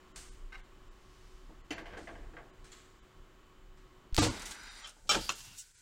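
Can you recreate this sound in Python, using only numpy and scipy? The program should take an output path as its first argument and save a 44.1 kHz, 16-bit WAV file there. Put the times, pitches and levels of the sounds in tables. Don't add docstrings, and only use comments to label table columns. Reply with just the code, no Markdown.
import sys
import numpy as np
from scipy import signal
from scipy.fft import rfft, irfft
from scipy.io import wavfile
from scipy.ndimage import uniform_filter1d

SR = 44100
rng = np.random.default_rng(int(sys.argv[2]) if len(sys.argv) > 2 else 0)


def pcm_store(signal):
    levels = np.round(np.clip(np.atleast_2d(signal), -1, 1) * 32767)
    wavfile.write(sys.argv[1], SR, levels.astype(np.int16).T)


def to_linear_factor(level_db):
    exponent = np.asarray(level_db, float) / 20
    return 10 ** exponent


N = 256485
CHANGE_S = 4.12

# start in seconds, peak in dB, bass shelf in dB, treble shelf in dB,
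# echo decay time T60 in seconds.
TONG_TICKS = [
    (0.159, -35, -5.5, -3.5, 0.61),
    (0.5744, -48.5, 11, -20, 0.39),
    (1.9728, -41.5, -2, -16, 1),
    (2.6427, -41.5, -13, -15, 0.59),
    (3.7728, -48.5, -2, -43, 0.46),
]
TONG_CLACKS = [(1.776, -42, -2, -14, 0.086), (1.7805, -37, -2.5, -4, 0.19), (1.803, -46.5, -2, -18, 0.22),
               (1.8565, -39.5, -8, -9, 0.48), (1.919, -46, -6, -13, 0.2), (1.926, -44, -6, -12, 0.18),
               (1.934, -35.5, -10, -19, 0.17), (1.943, -40.5, -3, -20, 0.11), (1.97, -35, -6, -10.5, 0.12),
               (1.984, -42, 2, -17, 0.18), (2.072, -30, -19, -21.5, 0.13), (2.089, -37, -5, -26, 0.29),
               (2.153, -47, -4, -12.5, 0.76), (2.335, -42, -2.5, -26, 0.081),
               (2.367, -33, -13.5, -28, 0.23)]
TONG_PINCHES = [
    (0.522, -48.5, -4, 2, 0.21),
    (0.527, -40.5, -11, -5, 0.3),
]
TONG_DROP = [
    (1.706, -32, -1, 2.9, 0.25),
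    (1.7095, -33.5, 0.5, 3.5, .2),
    (1.7165, -36.5, 3, -2, 0.19),
    (1.73, -42, -1.5, 0, .2),
]
TONG_FLICK = [
    (2.7178, -51, 0, 0, 0.82),
    (2.7182, -52.5, 0, 0, 0.06),
]
# start in seconds, peak in dB, bass shelf in dB,
# treble shelf in dB, echo decay time T60 in seconds.
PLATE_THUDS = [
    (4.177, -15.5, 1.8, 4.2, 0.2),
    (4.217, -24, -0.29, 4.8, 0.2),
    (4.2245, -20, 0.33, 4.8, 0.196),
    (4.237, -23, -2, 4.3, 0.18),
    (4.262, -31.5, -1.8, 2.2, 0.69),
    (5.152, -26.5, 2, 2.2, 0.19),
]
SOFT_TOUCHES = [
    (1.491, -48.5, 5.5, -28, 0.19),
    (4.04, -62, 9, -26, 0.91),
    (4.964, -47, -9, -30, 0.35),
    (5.047, -57.5, 9.5, -30, .3),
    (5.071, -53.5, -14, 11, .2),
]
PLATE_KNOCKS = [
    (4.461, -44, -7, 10, 0.16),
    (4.51, -43, -8, 12, 0.11),
    (4.844, -37, -11, -3.5, 0.3),
    (5.092, -24.5, -1, 10, 0.28),
    (5.099, -21, -4, 7, 0.22),
    (5.108, -21.5, -21, -8, 0.23),
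    (5.146, -15.5, -15, -7, 0.043),
]
EDGE_TAPS = [
    (5.2922, -25, -5.5, 1.4, 0.148),
    (5.405, -53, -12, 14, 0.057),
]
GRIT_CRACKS = [(4.4186, -42.5, -17, 5, 0.14), (4.455, -42.5, -6, 12, 0.31), (4.51, -43, -18, 13, 0.12),
               (4.6324, -49, -12, 5, 0.042), (4.6725, -57, -6, -4, .08), (4.395, -43, -9, 8, .06),
               (4.5, -48, -14, 6, .06), (4.545, -51, -14, 8, .06), (4.752, -53, -10, 3, .07),
               (4.7966, -54, -12, 8.1, 0.097), (4.8728, -42, -14, 1, 0.085), (4.893, -41.5, -8, -5, 0.076)]

# frequency in Hz, level in dB.
TICK_COLOUR = [(410, -18), (700, -4.5), (898, -12), (1140, -9), (1420, -6), (2560, -9.5), (4610, -8.5),
               (8310, -4.5), (10200, -15), (11300, -20), (16000, -29)]
CLACK_COLOUR = [(88, -2), (150, -8), (309, 0.5), (534, -4.5), (689, -2.5), (1260, -8.5), (1690, -1.5),
                (2700, -9), (4000, -17.5), (4490, -15.5), (16000, -42)]
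FLICK_COLOUR = [(300, -40), (1300, -1), (3500, -3), (5600, -9.5), (6700, -4), (7900, -5), (9200, -17),
                (16000, -28)]
THUD_COLOUR = [(15, -46), (25, 3), (60, 5.5), (108, -1.5), (145, -21), (180, 1.5), (263, -3.5), (317, 1.5),
               (384, -6), (463, -5), (2050, -14.5), (4490, -13.5), (7920, -18), (16000, -47.5)]
KNOCK_COLOUR = [(35, -48.5), (60, 5.5), (862, -0.5), (991, -5.5), (1310, 6), (2000, -7), (3190, 1.5),
                (3760, -4.5), (6900, -6.5), (11300, -24.5), (14900, -28), (16000, -45)]
DRAG_COLOUR = [(88, -57), (150, -34), (259, 6), (297, -6), (406, 0.5), (475, -13), (660, -4.5), (900, 1),
               (1100, -2.5), (1450, -3.5), (4860, -2), (16000, -20.5)]
KITCHEN_COLOUR = [(35, -2.5), (60, -2.5), (81, -20.5), (118, -28), (146, -14.5), (363, -9), (398, -14),
                  (732, -19), (1090, -16), (1700, -20), (3040, -26), (3420, -25.5), (16000, -50.5)]
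QUIET_COLOUR = [(35, -29), (60, 4), (281, -12.5), (400, -7), (660, -20.5), (950, -10), (1200, -18.5),
                (1470, 1.5), (1700, -9), (2140, -7), (3040, -10.5), (7940, -2.5), (16000, -31)]

# frequency in Hz, width in Hz, level in dB.
TONG_MODES = [(4600, 200, -4), (4970, 320, -13), (7130, 77, -1), (8140, 150, -1.5), (8600, 38, 8),
              (7900, 360, -38), (7800, 140, -5)]
COUNTER_MODES = [(326.4, 13, 5), (489, 13, 4.5), (683, 12, 4.5), (1121, 15, 0.5), (1590, 58, 0.5),
                 (2006, 110, -4.5), (2930, 40, -7), (3160, 120, -9.5)]
HINGE_MODES = [(785, 20, 0), (1260, 79, -9), (1550, 46, -1), (2116, 48, 0), (2840, 40, -8), (3870, 67, -16),
               (5450, 80, -19), (6800, 50, -24)]
HANDLE_MODES = [(309, 20.5, 8), (665, 18, 4.5), (1710, 32, -13), (2040, 58, -2), (2410, 37, -10),
                (2690, 47, -3), (3060, 39, -1.5), (4440, 100, -12), (5080, 39, -13), (5980, 34, -14),
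                (7030, 79, -15.5), (8400, 58, -23)]
TIP_MODES = [(3380, 70, -2), (4000, 200, -4), (7190, 65, 4), (7700, 90, 0)]
TABLE_MODES = [(189.6, 17, 7), (316.7, 14, 6.5), (472, 16, 3), (554, 27, -4), (729, 28, -1.5), (883, 20, 2),
               (1188, 16, -1), (1377, 22, -6)]
PLATE_MODES = [(592, 30, -5), (835, 35, -5), (1170, 50, -4), (1290, 60, -2), (1445, 50, -7), (2385, 45, -7),
               (2923, 35, -6), (3138, 40, 0), (3446, 40, -1), (3940, 35, -7), (4440, 35, -9),
               (5460, 50, -4), (6800, 60, -12), (7810, 50, -10)]
EDGE_MODES = [(1113, 61, -2.5), (1710, 40, -5.5), (2730, 70, 1), (3140, 54, -0.5), (3700, 65, -11),
              (4060, 81, -6), (5090, 98, -7), (5920, 60, -6), (6950, 190, -8.5)]
GRIT_MODES = [(6080, 140, 0), (6580, 120, 5), (7300, 120, 1), (8700, 100, -2), (9330, 140, -1)]
FRIDGE_MODES = [
    [361, 12, -4.5],
    [1094, 50, -2],
    [3090, 63, -14],
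    (7170, 1080, -22.5),
]
# frequency in Hz, width in Hz, level in dB.
FOOT_MODES = [(192, 14, 1), (231, 12, -2.5), (315.4, 30, 0), (548, 36, -8.5), (693, 38, -1), (845, 21, -13),
              (1210, 27, -11.5)]
SLAB_MODES = [(121.6, 10.7, 2), (186, 12, -1.5), (231, 15, -3), (317, 14, -1), (466, 15.7, -2),
              (552, 12, -8), (730, 26, -10), (885, 18, -5), (907, 18, -5)]
GLAZE_MODES = [(1156, 40, -12), (1323, 32, -9), (1484, 52, -11), (2380, 45, -9), (2920, 35, -4),
               (3133, 40, 1.5), (3280, 35, -5), (3438, 30, 0), (3950, 60, -8), (5500, 58, -8.5),
               (7010, 90, -7), (2696, 35, -7), (4790, 45, -7), (5020, 31, -4)]
DISH_MODES = [(584, 23, 0), (728, 25, -5), (845, 40, -3), (1000, 45, -6), (1160, 40, 0), (1293, 74, 2.5),
              (1410, 50, -4), (404, 43, 0), (1657, 45, 0.5), (2180, 35, -9), (4200, 40, -6)]
LIP_MODES = [(1110, 190, -6.5), (2690, 110, 1), (3080, 76, -8), (4150, 140, -6), (5100, 180, -7.5),
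             (5830, 230, -9), (6780, 300, -11)]
SHRILL_MODES = [(15150, 60, 0), (15400, 80, -4)]
# frequency in Hz, width in Hz, level in dB.
RIM_MODES = [
    [(990, 60, -6), (1550, 260, 3), (2000, 220, 0), (3720, 170, 1), (4900, 220, 1), (5880, 150, 0),
     (7150, 170, 0), (8650, 140, 0), (10400, 300, -11)],
    [(1490, 150, -2), (3160, 120, 0), (4720, 200, -4)],
    [(1500, 200, -8), (2750, 160, 1), (6600, 2500, -8)],
    [(6500, 2500, 0)],
]

# start in seconds, peak in dB, push length in ms.
SETTLES = [
    (4.178, -26, 0.66),
    (4.1815, -23.5, 0.62),
    (4.186, -30.5, 1),
    (4.195, -31.5, 0.4),
    (4.208, -26, 0.38),
]
LANDS = [
    (4.221, -38, .5),
    (4.2255, -27, 0.78),
    (4.2285, -24, 1.5),
    (4.236, -35, 1.8),
    (4.245, -31, 0.52),
    (4.268, -28.5, 0.88),
    (5.163, -31, 0.44),
    (5.173, -34.5, 0.89),
]
CHATTERS = [(5.0925, -23.5, 0.07), (5.099, -21, 0.058), (5.104, -24, 0.15), (5.107, -20, 0.08),
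            (5.1115, -22, 0.075), (5.121, -21, 0.14), (5.125, -26, 0.1), (5.134, -29, 0.12),
            (5.1475, -29, .1), (5.151, -34, .1), (5.193, -38, 0.11), (4.845, -39, 0.073),
            (4.858, -41, 0.34)]
WOBBLES = [
    (5.093, -30.5, .3),
    (5.103, -39, .3),
    (5.116, -28.5, 0.2),
    (5.129, -26, 0.26),
    (5.137, -32, 0.34),
    (5.143, -31, 0.38),
    (5.154, -24.5, 0.27),
    (5.16, -33, 0.51),
]
CLINKS = [
    (5.2926, -19.5, 0.075),
    (5.2941, -23.5, .07),
    (5.2985, -30, .1),
    (5.3015, -21, 0.16),
    (5.309, -30, 0.11),
    (5.3135, -35, .1),
    (5.3205, -36, 0.16),
]
WHISTLES = [
    (5.0925, -43, .05),
    (5.1, -47, .05),
    (5.108, -50, .05),
]
# start in seconds, peak in dB, pitch in Hz, T60 in seconds.
BOOMS = [
    (4.1833, -24, 104, 0.093),
    (4.2224, -22, 104.3, 0.1),
    (4.2631, -28, 112.4, 0.143),
]
# start in seconds, peak in dB, pitch in Hz.
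SNAPS = [
    (4.1261, -45, 3500),
    (4.1458, -23, 4300),
    (4.1599, -38, 2500),
    (4.1658, -14, 4500),
]
# start in seconds, end in seconds, level in dB, sag in dB per second,
# brightness in dB.
DRAGS = [
    (4.288, 4.85, -47.5, -0.5, -8),
    (5.21, 5.3, -54, 44, 13.5),
    (5.324, 5.558, -52.5, 20, 5),
    (5.586, 5.612, -63.5, 10, 18),
]
# frequency in Hz, peak level in dB.
HUM_LINES = [(371.4, -66.5), (1104, -81), (1287, -79.5), (2950, -98), (3009, -79.5)]
# centre in seconds, peak in dB, width in seconds.
RUMBLE_SWELLS = [(.2, -56.5, 0.069), (.45, -52.5, 0.22), (.89, -55.5, 0.093), (1.3, -52.5, 0.15),
                 (1.55, -59, 0.19), (1.93, -56, 0.13), (2.21, -47.5, 0.098), (2.38, -60, 0.12),
                 (2.63, -56, 0.06), (3.22, -60, 0.052), (3.72, -61, 0.23), (4.25, -53, .06),
                 (4.42, -53, 0.087), (4.66, -52.5, 0.07), (5.17, -49, 0.11), (5.5, -64, 0.15),
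                 (4.86, -66, 0.13)]
# centre in seconds, length in seconds, share of lines kept.
STARVED = [(.136, .042, .07), (.306, .035, .15), (.624, .04, .08), (.9, .036, .1), (1.63, .04, .1),
           (1.755, .035, .16), (1.842, .035, .3), (2.52, .04, .12), (3.012, .04, .1), (4.206, .028, .12),
           (4.293, .03, .12), (4.698, .03, .2), (4.839, .05, .16), (5.1045, .026, .09), (5.23, .03, .25),
           (5.34, .03, .25), (5.606, .05, .07), (5.765, .03, .2)]


def level(x, db):
    return x * to_linear_factor(db) / np.sqrt(np.mean(x ** 2) + 1e-20)


def gains_db(points, hz):
    f, db = np.transpose(points)
    return np.interp(np.log(hz + 1), np.log(f), db)


def colour(x, points):
    hz = np.arange(len(x) // 2 + 1) * SR / len(x)
    return irfft(rfft(x) * to_linear_factor(gains_db(points, hz)), len(x))


def band(x, low_hz, high_hz):
    return signal.sosfilt(signal.butter(2, [low_hz, high_hz], "bandpass", fs=SR, output="sos"), x)


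def shelve(x, bass_hz, bass_gain, treble_hz, treble_gain):
    low = signal.butter(1, bass_hz, fs=SR)
    high = signal.butter(1, treble_hz, "high", fs=SR)
    for _ in range(2):
        x = x + (np.sqrt(bass_gain) - 1) * signal.lfilter(*low, x)
        x = x + (np.sqrt(treble_gain) - 1) * signal.lfilter(*high, x)
    return x


def ring(x, modes, scatter_db=0.):
    out = 0
    draws = rng.standard_normal((len(modes), 2))
    for (hz, width, db), (chance, side) in zip(modes, draws):
        r = np.exp(-np.pi * max(width, 5) / SR)
        w = 2 * np.pi * hz / SR
        gain = np.sign(side) * to_linear_factor(db + scatter_db * chance)
        out = out + gain * signal.lfilter([1 - r, 0, r - 1], [1, -2 * r * np.cos(w), r * r], x)
    return out


def walk(rate, size=N):
    hold = int(SR / rate)
    steps = np.repeat(rng.standard_normal(size // hold + 1), hold)
    return 0.83 * uniform_filter1d(steps, hold)[:size]


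def kitchen():
    t = np.arange(N) / SR
    first = level(colour(rng.standard_normal(N), KITCHEN_COLOUR), 0)
    first += level(ring(rng.standard_normal(N), FRIDGE_MODES), -10.0)
    first *= to_linear_factor(-61 - 0.5 * t + 0.84 * walk(4.96))
    for hz, db in HUM_LINES:
        first += to_linear_factor(db + 1.5 * walk(9)) * np.sin(2 * np.pi * hz * t + .7 * walk(14))
    swish = level(band(rng.standard_normal(N), 1600, 6900), -69.5)
    first += swish * np.exp(-((t - 1.23) / 0.32) ** 2)

    second = level(colour(rng.standard_normal(N), QUIET_COLOUR), 0)
    linger = to_linear_factor(-47 - 45 * (t - CHANGE_S))
    late_rise = to_linear_factor(-63 - 8.5 * (t[-1] - t))
    lull = to_linear_factor(-6 * np.exp(-((t - 5.733) / 0.012) ** 4))
    second *= (linger + late_rise) * lull * to_linear_factor(1.0 * walk(7.1))
    reopen_s = .026
    return np.where(t < CHANGE_S + reopen_s, first, second)


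def rumble():
    calm_db, calm_after_db, upper_bass_db = -66, -75, -69
    t = np.arange(N) / SR
    calm = np.where(t < CHANGE_S, 1, to_linear_factor(calm_after_db - calm_db))
    swell = to_linear_factor(calm_db) * calm
    for s, db, width in RUMBLE_SWELLS:
        swell += to_linear_factor(db) * np.exp(-((t - s) / width) ** 2)
    still = np.interp(t, [CHANGE_S - .02, CHANGE_S, CHANGE_S + .055, CHANGE_S + .1], [1, .03, .03, 1])
    deep = level(band(band(rng.standard_normal(N), 18.7, 35.6), 18.6, 98), 0)
    upper = level(band(rng.standard_normal(N), 45, 140), 0) * to_linear_factor(2.5 * walk(9))
    groan = to_linear_factor(-67) * np.exp(-((t - 5.47) / 0.1) ** 4)
    upper_gain = to_linear_factor(upper_bass_db) * calm + 0.085 * swell + groan
    hiss = level(band(rng.standard_normal(N), 7300, 21000), -99.5)
    hiss += level(band(rng.standard_normal(N), 13500, 18000), -85)
    return still * (swell * deep + upper_gain * upper) + hiss


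def blows(events, points, modes, ring_db, contact_s, edge_hz, bass_stay, bass_late_s, gain_db):
    out, size = np.zeros(N + SR), 2 ** 15
    t = np.arange(size) / SR
    end_fade = np.minimum(10 * (1 - t / t[-1]), 1)
    for s, db, bass_db, treble_db, t60 in events:
        fade = np.maximum(t - contact_s, 0) / max(t60, .02)
        rattle = to_linear_factor(-60 * fade) * (1 - np.exp(-t / 0.00039)) * (1 + 0.42 * np.exp(-t / 0.00094))
        late = (1 - np.exp(-t / max(bass_late_s, .0005))) * to_linear_factor(-60 * fade / bass_stay)
        noise = level(colour(rng.standard_normal(size), points), 0)
        bass = signal.lfilter(*signal.butter(1, 700, fs=SR), noise)
        echo = bass * late + (noise - bass) * rattle
        bounces = rng.standard_normal(size) * (rng.random(size) < .012) * to_linear_factor(-90 * fade)
        bounces[5] += 2.5
        body = band(ring(bounces, modes, scatter_db=1.5), 40, 1.3 * modes[-1][0])
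        body *= to_linear_factor(ring_db) * np.sqrt(np.sum(echo ** 2) / np.sum(body ** 2))
        sound = shelve(echo + body, 910, to_linear_factor(bass_db), edge_hz, to_linear_factor(treble_db))
        i = int((s + .0004) * SR)
        out[i:i + size] += to_linear_factor(db + gain_db) * end_fade * sound
    return out[:N]


def tongs():
    out = blows(TONG_TICKS, TICK_COLOUR, TONG_MODES, ring_db=-11.5, contact_s=0.0039, edge_hz=4000,
                bass_stay=0.26, bass_late_s=0.0038, gain_db=-11.5)
    out += blows(TONG_PINCHES, CLACK_COLOUR, HINGE_MODES, ring_db=5.5, contact_s=0.024, edge_hz=3800,
                 bass_stay=0.62, bass_late_s=.008, gain_db=-13.0)
    out += blows(TONG_DROP, CLACK_COLOUR, HANDLE_MODES, ring_db=3.0, contact_s=0.006, edge_hz=3300,
                 bass_stay=1.8, bass_late_s=0.014, gain_db=-12.5)
    out += blows(TONG_CLACKS, CLACK_COLOUR, COUNTER_MODES, ring_db=-1.0, contact_s=0.0068, edge_hz=1080,
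                 bass_stay=2.6, bass_late_s=0.016, gain_db=-5.5)
    out += blows(TONG_FLICK, FLICK_COLOUR, TIP_MODES, ring_db=-3.5, contact_s=0.0093, edge_hz=3500,
                 bass_stay=1.0, bass_late_s=.004, gain_db=-7)
    return out


def plate():
    out = blows(PLATE_THUDS + SOFT_TOUCHES, THUD_COLOUR, TABLE_MODES, ring_db=-5.0, contact_s=0.015,
                edge_hz=2100, bass_stay=1.63, bass_late_s=0.0034, gain_db=-12.0)
    out += blows(GRIT_CRACKS, TICK_COLOUR, GRIT_MODES, ring_db=-3.5, contact_s=0.0035, edge_hz=11000,
                 bass_stay=0.99, bass_late_s=0.0036, gain_db=-9)
    out += blows(PLATE_KNOCKS, KNOCK_COLOUR, PLATE_MODES, ring_db=-0.5, contact_s=0.0056, edge_hz=3500,
                 bass_stay=1.5, bass_late_s=0.029, gain_db=-10.0)
    out += blows(EDGE_TAPS, KNOCK_COLOUR, EDGE_MODES, ring_db=2.0, contact_s=0.0026, edge_hz=2700,
                 bass_stay=1.44, bass_late_s=0.0061, gain_db=-10.0)
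    return out


def snaps():
    out, t = np.zeros(N), np.arange(400) / SR
    for s, db, hz in SNAPS:
        envelope = np.exp(-((t - .0002) / .00008) ** 2) + .25 * np.exp(-t / .0006)
        click = np.sin(2 * np.pi * hz * t) * envelope
        click += 0.13 * rng.standard_normal(len(t)) * np.exp(-t / 0.0015)
        i = int(s * SR)
        out[i:i + len(t)] += to_linear_factor(db) * click
    bump_s, deepest_s, bump_db = 4.1255, .0062, -27
    u = np.maximum(np.arange(N) / SR - bump_s, 0) / deepest_s
    return out - to_linear_factor(bump_db) * u * u * (1.3 * np.exp(1.5 - 1.5 * u) - .3 * np.exp(-.6 * u))


def strikes(events, modes):
    out, t = np.zeros(N + SR), np.arange(8192) / SR
    for s, db, push_ms in events:
        push = np.sin(np.pi * np.minimum(1000 * t / max(push_ms, .05), 1))
        body = ring(push, modes, scatter_db=1.5) * np.cos(np.pi / 2 * t / t[-1])
        i = int(s * SR)
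        out[i:i + len(t)] += to_linear_factor(db) * body / np.abs(body).max()
    return out[:N]


def contacts():
    out = strikes(SETTLES, FOOT_MODES) + strikes(LANDS, SLAB_MODES)
    out += strikes(CHATTERS, GLAZE_MODES) + strikes(WOBBLES, DISH_MODES)
    return out + strikes(WHISTLES, SHRILL_MODES) + strikes(CLINKS, LIP_MODES)


def booms():
    t, out = np.arange(N) / SR, np.zeros(N)
    for s, db, hz, t60 in BOOMS:
        age = np.maximum(t - s, 0)
        out += to_linear_factor(db - 60 * age / t60) * np.sin(2 * np.pi * hz * age)
    return out


def drags():
    attack_s, release_s = 0.035, 0.075
    boom_db, settled_db, settle_s = 18.5, -2.5, 0.076
    rim_db, rim_rise_db_per_s = -1, 13
    first = int(CHANGE_S * SR)
    out, t, n = np.zeros(N), np.arange(first, N) / SR, N - first
    sliding = np.maximum(t - DRAGS[0][0], 0)
    bass_db = settled_db + (boom_db - settled_db) * np.exp(-sliding / settle_s)
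    for (start, end, db, sag_db, bright_db), rim in zip(DRAGS, RIM_MODES):
        age = np.maximum(t - start, 0)
        edges = np.maximum(start - t, 0) / attack_s + np.maximum(t - end, 0) / release_s
        slip_db = 2.5 * np.minimum(rng.exponential(size=n), 5) + 2.2 * walk(50, size=n)
        slips = rng.standard_normal(n) * to_linear_factor(slip_db)
        song = sum(ring(slips[::-1] * to_linear_factor(4.5 * walk(28, size=n)), [mode]) for mode in rim)
        rise = to_linear_factor(rim_rise_db_per_s * np.minimum(age, .45))
        rub = level(colour(slips, DRAG_COLOUR), 0) + level(song, rim_db) * rise
        rub /= np.sqrt(1 + rise ** 2)
        gain = to_linear_factor(db - sag_db * age - 20 * np.minimum(edges, 6))
        treble_gain = to_linear_factor(bright_db + 1.4 * walk(13, size=n))
        out[first:] += gain * shelve(rub, 770, to_linear_factor(bass_db), 3600, treble_gain)
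    return out


def scene():
    return (kitchen() + rumble() + tongs() + snaps() + plate() + contacts() + booms() + drags())[None]


def starve(x):
    depths, tilts = (.88, .98, .95), (.6, .3, .5)
    out = x.copy()
    for s, length, share in STARVED:
        size = int(length * SR)
        i = int(s * SR) - size // 2
        window = np.sin(np.pi * (np.arange(size) + .5) / size) ** .5
        lines = rfft(x[i:i + size] * window)
        loud = np.std(x[i:i + size]) > to_linear_factor(-47)
        kind = 2 if loud else int(s > CHANGE_S)
        weight = np.abs(lines) * (np.arange(len(lines)) + 8.) ** tilts[kind]
        lost = weight < np.quantile(weight, 1 - np.clip(share, .01, .9))
        bass_end = int(180 * length)
        lost[:bass_end] = False
        if loud:
            lost[int(14700 * length):] = False
        change = -1. * lost
        if kind:
            kept, low = min(2 * share, .9), slice(bass_end, int(8700 * length))
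            power = np.abs(lines) ** 2
            peaks = power > -np.log(kept) * uniform_filter1d(power, int(700 * length))
            change[low] = peaks[low] / np.sqrt(kept * (1 - np.log(kept))) - 1
        out[i:i + size] += depths[kind] * window * irfft(lines * change, size)
    return out


def top_cut(x):
    return signal.sosfilt(signal.butter(12, 16850, fs=SR, output="sos"), x)


def record(dry):
    def low_pass(hz):
        return signal.sosfiltfilt(signal.ellip(9, .1, 50, hz, fs=SR, output="sos"), dry[0])

    t = np.arange(N) / SR
    loud = ((t > 4.142) & (t < 4.172)) | ((t > 5.088) & (t < 5.105))
    limited = np.where(loud, low_pass(16700), low_pass(15800))
    return top_cut(starve(limited)[None])


dry = scene()
out = record(dry)
pcm_store(out)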